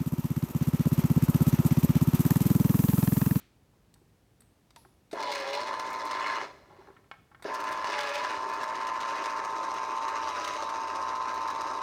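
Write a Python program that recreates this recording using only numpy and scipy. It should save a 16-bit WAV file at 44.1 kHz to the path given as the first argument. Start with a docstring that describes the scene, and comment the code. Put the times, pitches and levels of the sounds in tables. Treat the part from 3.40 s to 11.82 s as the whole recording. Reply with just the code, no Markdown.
"""Small motor and gearbox in a metal bell

An induction motor turns an antenna in a workshop: a short run, a coast, then a long run to the end.
Rotor slots whine against the mains field, as sums of sine tones; the pinion sings when load slows the shaft.
Loose gears rattle, as dense random impacts that ring the cast housing and clash with the motor's slip.
The housing thumps at each start. Switches click and small knocks ring as short bursts and fading tones.
Quiet coloured noise is the room, with a hiss dying away at first and a low hum swelling in late."""
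import sys
import numpy as np
from scipy import signal
from scipy.fft import rfft, irfft
from scipy.io import wavfile
from scipy.ndimage import uniform_filter1d

SR = 44100
rng = np.random.default_rng(int(sys.argv[2]) if len(sys.argv) > 2 else 0)


def boost(x):
    """Linear amplitude factor 10**(x/20) for a level x in decibels (scalar or array-like)."""
    u = np.asarray(x, float) / 20
    return 10 ** u


def unload_wav(signal):
    """Save mono or channel-first audio to the path in sys.argv[1] as 16-bit WAV at rate SR, clipped to [-1, 1]."""
    wavfile.write(
        sys.argv[1],
        SR,
        np.round(np.clip(np.atleast_2d(signal).T, -1, 1) * 32767).astype(np.int16),
    )


N = 371322
TIME = np.arange(N) / SR

MAINS_HZ = 60.0
STILL_S = 3.68  # the coasting gears come to rest
# when the motor has power: (on t/s, off t/s)
POWER = [(1.73, 2.97), (4.05, 8.5)]


def evened(x):
    """Scales a sound to rms 1."""
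    return x / np.sqrt(np.mean(x ** 2) + 1e-20)


def read(points, hz):
    """Reads a spectrum between its points, on a log-frequency axis."""
    f, value = np.transpose(points)
    return np.interp(np.log(hz + 1), np.log(f + 1), value)


def add(mix, s, sound):
    """Mixes a sound in at s seconds."""
    part = mix[round(s * SR):][:len(sound)]
    part += sound[:len(part)]


def drift(rate_hz):
    """Smoothed chance of rms 1 that wanders about as fast as rate_hz."""
    steps = uniform_filter1d(rng.standard_normal(N // 100 + 2), size=5)
    slow = signal.lfilter([1], [1, -np.exp(-2 * np.pi * rate_hz * 100 / SR)], steps)
    return np.interp(np.arange(N) / 100, np.arange(len(slow)), evened(slow))


def coloured(db_of, gain):
    """Noise shaped to a given spectrum, evened, then scaled by the gain."""
    hz = np.fft.rfftfreq(N, 1 / SR)
    return gain * evened(irfft(rfft(rng.standard_normal(N)) * boost(db_of(hz)), N))


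def bump(hz, centre_hz, width_hz, height):
    """A resonant peak: full height at its centre, half at half a width away."""
    return height / (1 + (2 * (hz - centre_hz) / width_hz) ** 2)


def hump(hz, centre_hz, octaves):
    """A broad rounded rise of height 1 on a log-frequency axis."""
    return np.exp(-(np.log2((hz + 1) / centre_hz) / octaves) ** 2)


def high_pass(x, edge_hz, order):
    """Keeps what lies above an edge."""
    return signal.sosfilt(signal.butter(order, edge_hz, "high", fs=SR, output="sos"), x)


def shaft_speed(t):
    """Turns a second, without unsteadiness; the shaft sags whenever the load bites."""
    # (t/s, speed/turns a second)
    speed_points = [(1.74, 52.05), (1.82, 51.6), (1.92, 47.9), (2.05, 45.2), (2.13, 46.9), (2.22, 50.65),
                    (2.3, 52.25), (2.66, 52.43), (2.9, 53.55), (2.94, 53.15), (3.04, 51.16), (3.11, 50.85),
                    (4.06, 52.4), (4.45, 52.3), (4.5, 51.5), (4.58, 48.8), (4.73, 47.6), (4.83, 50.4),
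                    (4.96, 52.1), (5.01, 52.4), (5.56, 52.5), (5.76, 53.05), (5.95, 52.4), (6.81, 52.24),
                    (6.97, 50.8), (7.05, 50.55), (7.1, 50.7), (7.28, 52.34), (8.41, 52.44)]
    return np.interp(t, *np.transpose(speed_points))


def shaft_turns():
    """Turns of the shaft so far and how far the speed strays; load makes it unsteady."""
    free_speed = 52.4  # turns a second
    speed = shaft_speed(TIME)
    stray = np.minimum(abs(speed - free_speed), 3.5)
    unsteady = (0.045 + 0.052 * stray) * drift(21.0)
    return np.cumsum(speed + unsteady) / SR, stray


def from_above():
    """Share heard from above: the listener moves from below the bell to above it."""
    return np.interp(TIME, [4.9, 6.3], [0, 1])


def whine(turns, stray):
    """Slot passing beats with the field into sum tones; meshes are plain multiples of the shaft."""
    slots, teeth, second_teeth = 15, 12, 9
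    second_db = -11.5  # a second mesh, against the pinion's
    flicker_db, wobble = 1.5, 0.04  # quick flicker of each tone in level (dB) and phase (cycles)
    delay_s, rise_s, fade_db_per_s = 0.029, 0.033, 153  # after power on, and after power off
    # speeds at which the tone levels are given: (speed/turns a second)
    tone_speeds = [45.3, 46.7, 47.8, 48.8, 50.2, 50.9, 51.5, 52.1, 53.4]
    # loudness at those speeds, heard from above: (lower slot whine/dB, upper slot whine/dB, pinion mesh/dB)
    tone_at_speed = [(-45, -50, -43.5), (-47, -64, -40.5), (-45, -48, -42.5), (-35, -39.5, -43.5),
                     (-45, -36, -50), (-59, -39.5, -50), (-35, -42, -55), (-38, -38.5, -56),
                     (-40.5, -37, -54.5)]
    # weaker partner tones: (multiple of the shaft turns, multiple of the mains)
    partners = [(16, 4), (14, 2), (15, 0), (15, -2), (15, 8), (22, 0), (1, 4), (0, 4), (0, 3)]
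    # their levels against the upper whine: (level/dB)
    partner_db = [-4.5, -14.5, -17.5, -27.5, -10.5, -14, -25.5, -30, -35]
    # change when heard from below: (lower whine/dB, upper whine/dB, mesh/dB, high partners/dB, low partners/dB)
    from_below_db = (-2.5, -0.5, 3, -4, 2.5)

    speed, below, quick = shaft_speed(TIME), 1 - from_above(), drift(38)
    lower, upper, mesh = (np.interp(speed, tone_speeds, column) + db * below
                          for column, db in zip(np.transpose(tone_at_speed), from_below_db))
    # (multiple of the shaft, multiple of the mains, level in dB, size of the slow waver)
    tones = [(slots, 2, lower, 1.6), (slots, 4, upper, 1.8),
             (teeth, 0, mesh, 1.4), (second_teeth, 0, mesh + second_db, 2.5)]
    for (k, m), db in zip(partners, partner_db):
        change_db = from_below_db[3] if k > 1 else from_below_db[4]
        tones.append((k, m, upper + db + change_db * below, 2.5))

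    out = np.zeros(N)
    for k, m, db, waver in tones:
        # every tone reads the same quick chance from its own starting points
        level_flicker, phase_flicker = (np.roll(quick, rng.integers(N)) for _ in range(2))
        level_db = db + waver * (0.5 + 0.027 * stray) * drift(3.3) + flicker_db * level_flicker
        cycles = k * turns + m * MAINS_HZ * TIME + rng.random() + wobble * phase_flicker
        out += boost(level_db) * np.sin(2 * np.pi * cycles)
    powered = sum(np.clip((TIME - on - delay_s) / rise_s, 0, 1)
                  * boost(-fade_db_per_s * np.maximum(TIME - off, 0)) for on, off in POWER)
    return np.sqrt(2) * out * powered


def slip_cycles():
    """Cycles of the beat at twice the slip between field and shaft, counted from a clash."""
    no_slip_speed = 59.905  # turns a second
    slip = np.cumsum(2 * (no_slip_speed - shaft_speed(TIME))) / SR
    return slip - np.where(TIME < STILL_S, 0.07, -0.6)  # where in the cycle each run clashes


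def clash_rows():
    """One clash of chance size in every slip cycle under power, giving way to individually timed ones."""
    # individually timed clashes, strong and weak: (t/s, relative level/dB, bright first blow against it/dB)
    timed_clashes = [(1.801, -39, -15), (1.8262, -36, -22), (1.8786, -53, -30), (1.899, -52, -25),
                     (1.917, -36, -30), (1.935, -42, -28), (1.95, -36, -30), (1.9773, -46, -25),
                     (2.0, -42, -28), (2.1305, -41, -22), (2.075, -49, -28), (2.101, -46, -28),
                     (2.148, -39.5, -30), (2.204, -43, -20), (2.33, -52, -4), (2.394, -32, -11),
                     (2.4665, -45, -20), (2.502, -40, -3), (2.529, -49.5, 9), (2.652, -45, 5),
                     (2.667, -56, 3), (2.7104, -32, -25), (2.866, -40, -19), (2.951, -43, -13),
                     (4.14, -34.5, -6), (4.148, -39, -9), (4.2013, -40, -3), (4.238, -38, -7),
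                     (4.2864, -41, -6), (4.312, -43, -4), (4.321, -35, -9), (4.371, -44, -10),
                     (4.444, -39, -12), (4.4969, -40, -18), (4.52, -45, -25), (4.585, -36.5, -16),
                     (4.605, -35.5, -26), (4.6326, -44, -25), (4.667, -47, -22), (4.688, -39.5, -24),
                     (4.7374, -38, -23), (4.751, -35, -27), (4.7788, -45, -16), (4.8387, -43, -14),
                     (4.9235, -60, -12), (5.09, -43, -5), (5.135, -38, -7), (5.2323, -37.5, -7),
                     (5.3505, -40, -18), (5.4687, -33, -23), (5.6044, -37, -20), (5.8389, -42, -16),
                     (5.855, -36, -25), (6.0469, -40, -14), (6.3387, -40, -6), (6.681, -35.5, -12),
                     (6.8864, -40, -10), (6.9514, -49, -20), (7.042, -35, -22), (7.075, -35, -14),
                     (7.1344, -42.5, -13), (7.2262, -59, -13), (7.2931, -41, -15), (7.551, -37, -20),
                     (7.942, -41.5, -4), (8.0758, -36.5, -17), (8.1007, -41, -7), (8.2095, -35.5, -16),
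                     (8.334, -42, -25)]
    usual_db, usual_bright_db, spread_db, jitter_s = -47, -26, 3, 0.004  # levels as in the table
    timed = np.array(timed_clashes)
    s = TIME[1:][np.diff(np.floor(slip_cycles())) > 0]
    chance = rng.standard_normal((len(s), 3))
    s = s + jitter_s * chance[:, 0]
    powered = np.any([(s > on + 0.04) & (s < min(off, TIME[-200])) for on, off in POWER], 0)
    free = abs(s[:, None] - timed[:, 0]).min(1) > 0.03
    size = [usual_db, usual_bright_db] + spread_db * chance[:, 1:]
    return np.r_[timed, np.c_[s, size][powered & free]]


def housing(heard_above):
    """Causal (minimum-phase) response of the cast bell: broad colour with resonant peaks."""
    # broad colour: (f/Hz, gain/dB)
    broad_colour = [(88, -60), (150, -34.5), (291, -13), (464, -18.5), (598, -10), (833, -10.5),
                    (883, -13.5), (1030, -5), (1500, -16), (2740, -22.5), (3200, -28), (3810, -25.5),
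                    (5850, -26), (7110, -34.5), (15800, -61.5)]
    # ringing peaks: (f/Hz, width/Hz, height heard from below/dB, height heard from above/dB)
    bell_modes = [(330, 61, 2, 3), (410, 83, 10.5, 10.5), (560.5, 75, 9.5, 7), (967, 96, 7, 1.5),
                  (1159, 23, 2, 10.5), (1288, 20, 0, 10), (1375, 22, 11, 6), (1597, 26, 3, 9.5),
                  (1709, 197, 12, 3), (2028, 59, 7, 4), (2170, 84, 4.5, 2), (2510, 18, 8, 9),
                  (2740, 83, 0, 4), (2925, 90, 7, 3), (3446, 90, 5.5, 0.5), (3890, 75, 3, 10.5),
                  (4130, 61, 2, 1), (4440, 140, 1.5, -1), (5080, 104, 3, 4.5), (5780, 74, -4, 3),
                  (5850, 73, -3, 4.5), (6400, 150, 1, 8.5), (8750, 150, 9, 8.5), (9350, 45, 9, 12),
                  (10240, 370, -1, 1), (12400, 780, 4, 4), (14800, 450, 11, 14)]
    hz = abs(np.fft.fftfreq(8192, 1 / SR))
    peaks = sum(bump(hz, f, width, above if heard_above else below) for f, width, below, above in bell_modes)
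    log_gain = np.log(boost(np.maximum(read(broad_colour, hz) + peaks, -100)))
    return np.fft.ifft(np.exp(np.conj(signal.hilbert(log_gain)))).real[:4096]


def through_bell(x):
    """Rings the bell, as heard first from below, then from above."""
    above = from_above()
    low_side = signal.oaconvolve(x * (1 - above), housing(heard_above=False))[:N]
    high_side = signal.oaconvolve(x * above, housing(heard_above=True))[:N]
    return low_side + high_side


def steady_rattle(grains, stray):
    """Rings the bell with tooth impacts, then steers bass, middle and treble as the motion changes."""
    # level aimed at for 1.3-3 kHz before the finer shaping: (t/s, level/dB)
    middle_level = [(1.73, -58), (1.76, -49), (1.95, -46.5), (2.25, -47.5), (2.66, -48.5), (2.74, -43),
                    (2.85, -41.5), (2.97, -40.5), (3.05, -49.5), (3.14, -71.5), (3.24, -73), (3.3, -71),
                    (3.45, -69), (3.54, -75.5), (3.68, -88), (4.05, -47), (4.16, -45), (4.5, -42.5),
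                    (4.6, -40.5), (4.8, -42.5), (4.94, -39.5), (4.98, -47.5), (5.5, -43), (5.85, -42),
                    (6.18, -46), (6.85, -42.5), (7.08, -41.5), (7.26, -45), (8.16, -45), (8.42, -47)]
    # in the short run the gears turn the other way and ring other parts: (f/Hz, width/Hz, height/dB)
    reverse_colour = [(1680, 150, -2), (2110, 300, 6), (2940, 140, 1), (3420, 220, 3), (4170, 260, 7.5)]
    z_hz, frames, z = signal.stft(through_bell(grains * boost(1.29 * drift(58))), SR, nperseg=512, noverlap=384)
    power = (abs(z) ** 2).mean(1)
    bands = [(1300, 3000), (3500, 12000), (230, 520)]
    middle, high, low = (10 * np.log10(power[(z_hz > lo) & (z_hz < hi)].sum()) for lo, hi in bands)
    hz = z_hz[:, None]
    mid_db = np.interp(frames, *np.transpose(middle_level))
    straying = np.interp(frames, TIME, stray)
    starting = sum((frames > on - 0.02) * np.exp(-np.maximum(frames - on, 0) / 0.042) for on, off in POWER)

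    # treble: steady, brighter once the speed strays, held under the middle; it builds up after a start
    treble_db = -55 + 3.5 * np.minimum(straying / 0.51, 1) - 15.5 * starting
    coasting = (frames > POWER[0][1]) & (frames < POWER[1][0])
    treble_db = np.minimum(treble_db - mid_db, np.where(coasting, -7.5, -6))
    # bass: steady, at most 2 dB over the middle except for a boom at each start
    bass_db = np.minimum(-50.5 - mid_db, 2) + 13 * starting
    shape_db = np.clip((hz - 2800) / 700, 0, 1) * (treble_db - high + middle)
    shape_db += np.clip((1150 - hz) / 500, 0, 1) * (bass_db - low + middle)

    # growl grows as the speed strays: dB per turn a second
    shape_db += 1.36 * hump(hz, 2740, octaves=0.47) * straying
    # grit grows while the speed is changing: dB per turn a second squared
    changing = abs(np.gradient(shaft_speed(frames), frames))
    shape_db += 0.13 * hump(hz, 4200, octaves=0.6) * uniform_filter1d(changing, size=20)
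    shape_db += sum(bump(hz, f, width, db) for f, width, db in reverse_colour) * (frames < STILL_S)
    # the treble swells with every slip cycle, 0.32 cycles after the clash
    flutter = np.cos(2 * np.pi * (np.interp(frames, TIME, slip_cycles()) - 0.32)) / (1 + straying)
    shape_db += 2.5 * np.clip((hz - 1500) / 2500, 0, 1) * flutter
    # the contact wanders, so patches of the spectrum swell and fade
    patches = uniform_filter1d(rng.standard_normal(z.shape), size=7, axis=0)
    patches = evened(uniform_filter1d(patches, size=14, axis=1))
    shape_db += (1.54 + 1.4 * np.clip((hz - 8000) / 4000, 0, 1)) * patches

    shaped = signal.istft(z * boost(mid_db - middle + shape_db), SR, nperseg=512, noverlap=384)[1][:N]
    moving = (TIME > POWER[0][0]) & ((TIME < STILL_S) | (TIME > POWER[1][0]))
    return shaped * uniform_filter1d(moving * 1.0, size=200)


def rasp(loaded):
    """Under load a clash also rings lower parts of the bell, other ones in each run."""
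    # one list for the short run, one for the long: (f/Hz, width/Hz, gain at one turn a second astray/dB)
    rasp_modes = [
        [(2020, 260, 4), (2480, 220, -15), (3480, 200, -6), (4060, 220, -6)],
        [(1730, 140, -1), (2070, 200, -6), (2480, 200, -8), (2940, 260, -0.5), (3360, 140, -15)],
    ]
    out = np.zeros(N)
    for run, modes in zip((TIME < STILL_S, TIME > STILL_S), rasp_modes):
        for f, width, db in modes:
            out += boost(db) * signal.lfilter(*signal.iirpeak(f, f / width, SR), loaded * run)
    return out


def clashes(impacts, grains, stray):
    """Gear backlash closing: a sharp first blow, brightest, with a short flurry of impacts."""
    s, clash_db, bright_db = clash_rows().T
    blows, bright, t = np.zeros(N), np.zeros(N), TIME[:4000]
    at = np.round(s * SR).astype(int)
    blows[at] = boost(clash_db)
    bright[at] = boost(clash_db + bright_db)
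    flurry_shape = boost(-60 * (t / 0.03) ** 2) * (1 - np.exp(-t / 0.00054))
    first_shape = boost(-60 * t / 0.049) * (1 - np.exp(-t / 0.00043))
    flurry = evened(grains) * signal.oaconvolve(blows, flurry_shape)[:N]
    first = evened(impacts) * signal.oaconvolve(bright, first_shape)[:N]
    sharp = high_pass(flurry, 4700, order=1) + boost(19.5) * high_pass(first, 11500, order=2)
    bell_gain = np.linalg.norm(high_pass(housing(heard_above=True), 3950, order=2))
    return boost(-7) * through_bell(sharp) / bell_gain + rasp(stray * flurry)


def rattle(turns, stray):
    """Dense random tooth impacts, throbbing with the field and the shaft, rattle and clash."""
    impacts = (rng.random(N) < 22000 / SR) * rng.standard_normal(N)
    field_throb = 1 + 0.15 * np.cos(4 * np.pi * MAINS_HZ * TIME)
    shaft_throb = 1 + 0.28 * np.cos(4 * np.pi * turns)
    grains = impacts * field_throb * shaft_throb
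    return steady_rattle(grains, stray) + clashes(impacts, grains, stray)


def jolts():
    """The housing thumps as the brake lets go at each start: a few low tones die away."""
    # (t/s, relative level/dB)
    jolt_times = [(1.7303, -31.5), (4.0513, -33)]
    # ringing: (f/Hz, level/dB, time to fall 60 dB/s)
    jolt_modes = [(340, -3.5, 0.12), (415, 3.5, 0.075), (540, -14, .06), (664, -2, 0.06), (687, -25, 0.042)]
    out, t = np.zeros(N), TIME[:8000]
    ring = sum(boost(d - 60 * t / t60) * np.sin(2 * np.pi * f * t) for f, d, t60 in jolt_modes)
    for s, db in jolt_times:
        add(out, s, boost(db) * ring * (1 - np.exp(-(t / 0.0015) ** 2)))
    return out


def ticks():
    """Switches and relays: a burst through the short resonances of a box, then a faint broad hiss."""
    # (t/s, relative level at 3-7 kHz/dB, low end/dB, top end/dB, time to fall 60 dB/s, trailing hiss/dB)
    tick_list = [(0.54, -51.5, -9, -3.5, 0.023, -41), (1.0051, -62.5, 3, 10, 0.024, -44),
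                 (1.0185, -64.5, 4, 0, 0.035, -30), (1.3053, -54, -2, -12, 0.033, -38),
                 (1.3608, -45.5, 1.5, -10.5, 0.033, -11.5), (1.7122, -49.5, 1, -11, 0.088, -12),
                 (1.729, -40, 4, -14, 0.034, -39), (4.0232, -52, 7.5, -4, 0.07, -23),
                 (4.0432, -43.5, 4, -35, 0.032, 7)]
    # resonances: (f/Hz, width/Hz, peak gain/dB)
    tick_ring = [(1110, 2500, 0.5), (2170, 350, -9), (3740, 530, 0), (4560, 480, 0), (5760, 920, -8),
                 (8240, 850, 7.5), (9500, 380, 4.5), (11600, 700, -4), (13700, 1000, -2)]
    # colour of the trailing hiss: (f/Hz, gain/dB)
    trail_colour = [(1500, -22), (5000, -9), (7500, -22), (10500, 8), (13500, -10)]
    out, t, hz = np.zeros(N), TIME[:12000], np.fft.rfftfreq(12000, 1 / SR)
    ring = sum(bump(hz, f, width, boost(db)) for f, width, db in tick_ring)
    for s, db, low_db, top_db, t60, trail_db in tick_list:
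        tilt = boost(np.interp(hz, [2500, 3000, 7000, 7500], [low_db, 0, 0, top_db]))
        spectrum = rfft(rng.standard_normal(12000)) * tilt
        burst = irfft(spectrum * ring) * boost(-60 * t / t60) * (1 - np.exp(-t / 0.00049))
        trail = irfft(spectrum * boost(read(trail_colour, hz)))
        trail = trail * boost(trail_db - 60 * t / 0.5) * np.clip(t / 0.022, 0, 1) ** 2
        add(out, s, boost(db) * 2.63 * (burst + trail))
    return out


def ping():
    """A short ring of drooping pitch after a loud switch click."""
    s, start_hz, droop_hz_per_s, db, t60 = 1.366, 945, -1700, -50, 0.05
    t = TIME[:12000]
    out = np.zeros(N)
    fade = boost(db - 60 * (t / t60) ** 2) * np.minimum(t / 0.0037, 1)
    add(out, s, fade * np.sin(2 * np.pi * (start_hz + droop_hz_per_s * t / 2) * t))
    return out


def knocks():
    """Brief blows on metal ring the same modes, most near each blow's centre, with a dry snap."""
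    # (t/s, relative level/dB, centre of the blow f/Hz, factor on ring time)
    knock_list = [(0.333, -58, 947, 0.64), (0.558, -53, 1000, 0.5), (0.568, -54, 369, 0.4),
                  (0.615, -49, 422, 0.43), (1.45, -40, 1010, 0.35), (1.456, -49, 400, 0.5),
                  (3.285, -45, 370, 0.44), (3.303, -45, 830, 0.98), (3.322, -46, 837, 0.86),
                  (3.33, -44, 400, 0.37), (3.368, -48, 930, 0.6), (3.386, -42.5, 378, 0.84),
                  (3.406, -46, 820, 0.55), (3.422, -48, 1000, 0.52), (3.473, -43, 1350, 0.4),
                  (3.478, -44, 420, 0.51), (3.485, -36, 756, 0.35), (3.501, -35, 400, 0.28),
                  (3.503, -47, 1000, 0.5), (3.5658, -46, 1570, 0.94), (3.6423, -54, 1320, 0.86),
                  (3.7139, -30, 1590, 0.51), (3.7139, -38, 2980, 0.57), (3.739, -41, 1290, 0.5),
                  (3.915, -48, 1260, 1.2), (3.9474, -40, 1640, 0.61), (3.9968, -47, 1240, 0.75),
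                  (4.4444, -24, 1400, 0.4), (4.4442, -26, 3300, 0.59), (5.991, -29, 1670, 0.51)]
    # (f/Hz, level/dB, time to fall 60 dB/s)
    knock_modes = [(373, 12, 0.079), (545, -14, 0.061), (830, 5, 0.079), (960, -3, 0.09),
                   (1085, -0.5, 0.13), (1360, 10.5, 0.029), (1570, -2.5, 0.08), (1774, -3, 0.074),
                   (2190, -4, 0.099), (2400, -14, 0.04), (2860, -1, 0.03), (3750, -16, .035),
                   (4250, -8, 0.032)]
    spread_db = 2.5  # how unevenly a blow shares itself among the modes
    out, t, hz = np.zeros(N), TIME[:8000], np.fft.rfftfreq(8000, 1 / SR)
    for s, db, centre_hz, damping in knock_list:
        ring = np.zeros(len(t))
        for f, mode_db, t60 in knock_modes:
            chance = rng.standard_normal()
            level_db = mode_db - 11.5 * np.log2(f / centre_hz) ** 2 + spread_db * chance
            tone = np.sin(2 * np.pi * f * (1 + 0.014 * chance) * t)
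            ring += boost(level_db - 60 * t / (t60 * damping)) * tone
        snap_colour = boost(-9 * np.log2((hz + 1) / (1.03 * centre_hz)) ** 2)
        snap = evened(irfft(rfft(rng.standard_normal(8000)) * snap_colour))
        snap = boost(-15.5 - 60 * t / (0.071 * damping)) * snap
        rise_s = 0.0003 * (1400 / centre_hz) ** 2.4  # duller blows rise more slowly
        add(out, s, boost(db) * (1 - np.exp(-t / rise_s)) * (1.68 * ring / abs(ring).max() + snap))
    return out


def shop(x):
    """Workshop echo: sparse reflections of random sign, each band dying at its own speed."""
    # (f/Hz, time to fall 60 dB/s)
    shop_fade = [(200, 1), (1000, 0.5), (4000, 0.6), (12000, 0.74)]
    taps = np.zeros(SR)
    at = np.arange(400, SR - 20, 20)
    taps[at + rng.integers(0, 20, len(at))] = rng.choice([-1.0, 1.0], len(at))
    hz, t, z = signal.stft(taps, SR, nperseg=256)
    tail = signal.istft(z * boost(-60 * t / read(shop_fade, hz)[:, None]), SR, nperseg=256)[1]
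    return signal.fftconvolve(x, tail / np.linalg.norm(tail))[:N]


def background():
    """Lumpy low room noise, microphone hiss, a fading hiss at first and a late hum."""
    # colour of room and microphone noise: (f/Hz, relative level/dB)
    air_colour = [(15, -52), (25, -28), (43, -4), (126, -3), (174, -7.5), (255, -9.5), (557, -18),
                  (1250, -25.5), (1390, -27.5), (1510, -27), (15800, -39.5)]
    # a low hum that swells in late: (t/s, level before its slow waver/dB)
    hum_level = [(5.9, -95), (6.6, -67), (8.42, -66)]
    air = coloured(lambda hz: read(air_colour, hz), boost(-64))
    low = signal.sosfiltfilt(signal.butter(2, 300, fs=SR, output="sos"), air)
    air = air - low + low * boost(2.0 * drift(9) - 1.0)
    # centred on 2100 Hz, falling 60 dB in 0.46 s
    fading = coloured(lambda hz: -4.5 * np.log2((hz + 1) / 2100) ** 2, boost(-62 - 60 * TIME / 0.46))
    hum_db = np.interp(TIME, *np.transpose(hum_level)) + 2.0 * drift(2.4)
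    hum = boost(hum_db) * np.sqrt(2) * np.sin(2 * np.pi * 86.1 * TIME)
    return air + fading + hum


def scene():
    """Motor near; the room answers the small dry sounds slightly more than the gears."""
    turns, stray = shaft_turns()
    gears = rattle(turns, stray) + jolts()
    small = ticks() + ping() + knocks()
    room = shop(boost(-10.5) * gears + boost(-10.0) * small)
    return (whine(turns, stray) + gears + small + room + background())[None]


def low_pass(x):
    """Removes everything above the highest recorded frequency."""
    return signal.sosfilt(signal.butter(12, 16800, fs=SR, output="sos"), x)


def record(dry):
    """The microphone drops the deepest bass."""
    heard = high_pass(dry, 40, order=5)
    return low_pass(heard)


dry = scene()
out = record(dry)
unload_wav(out)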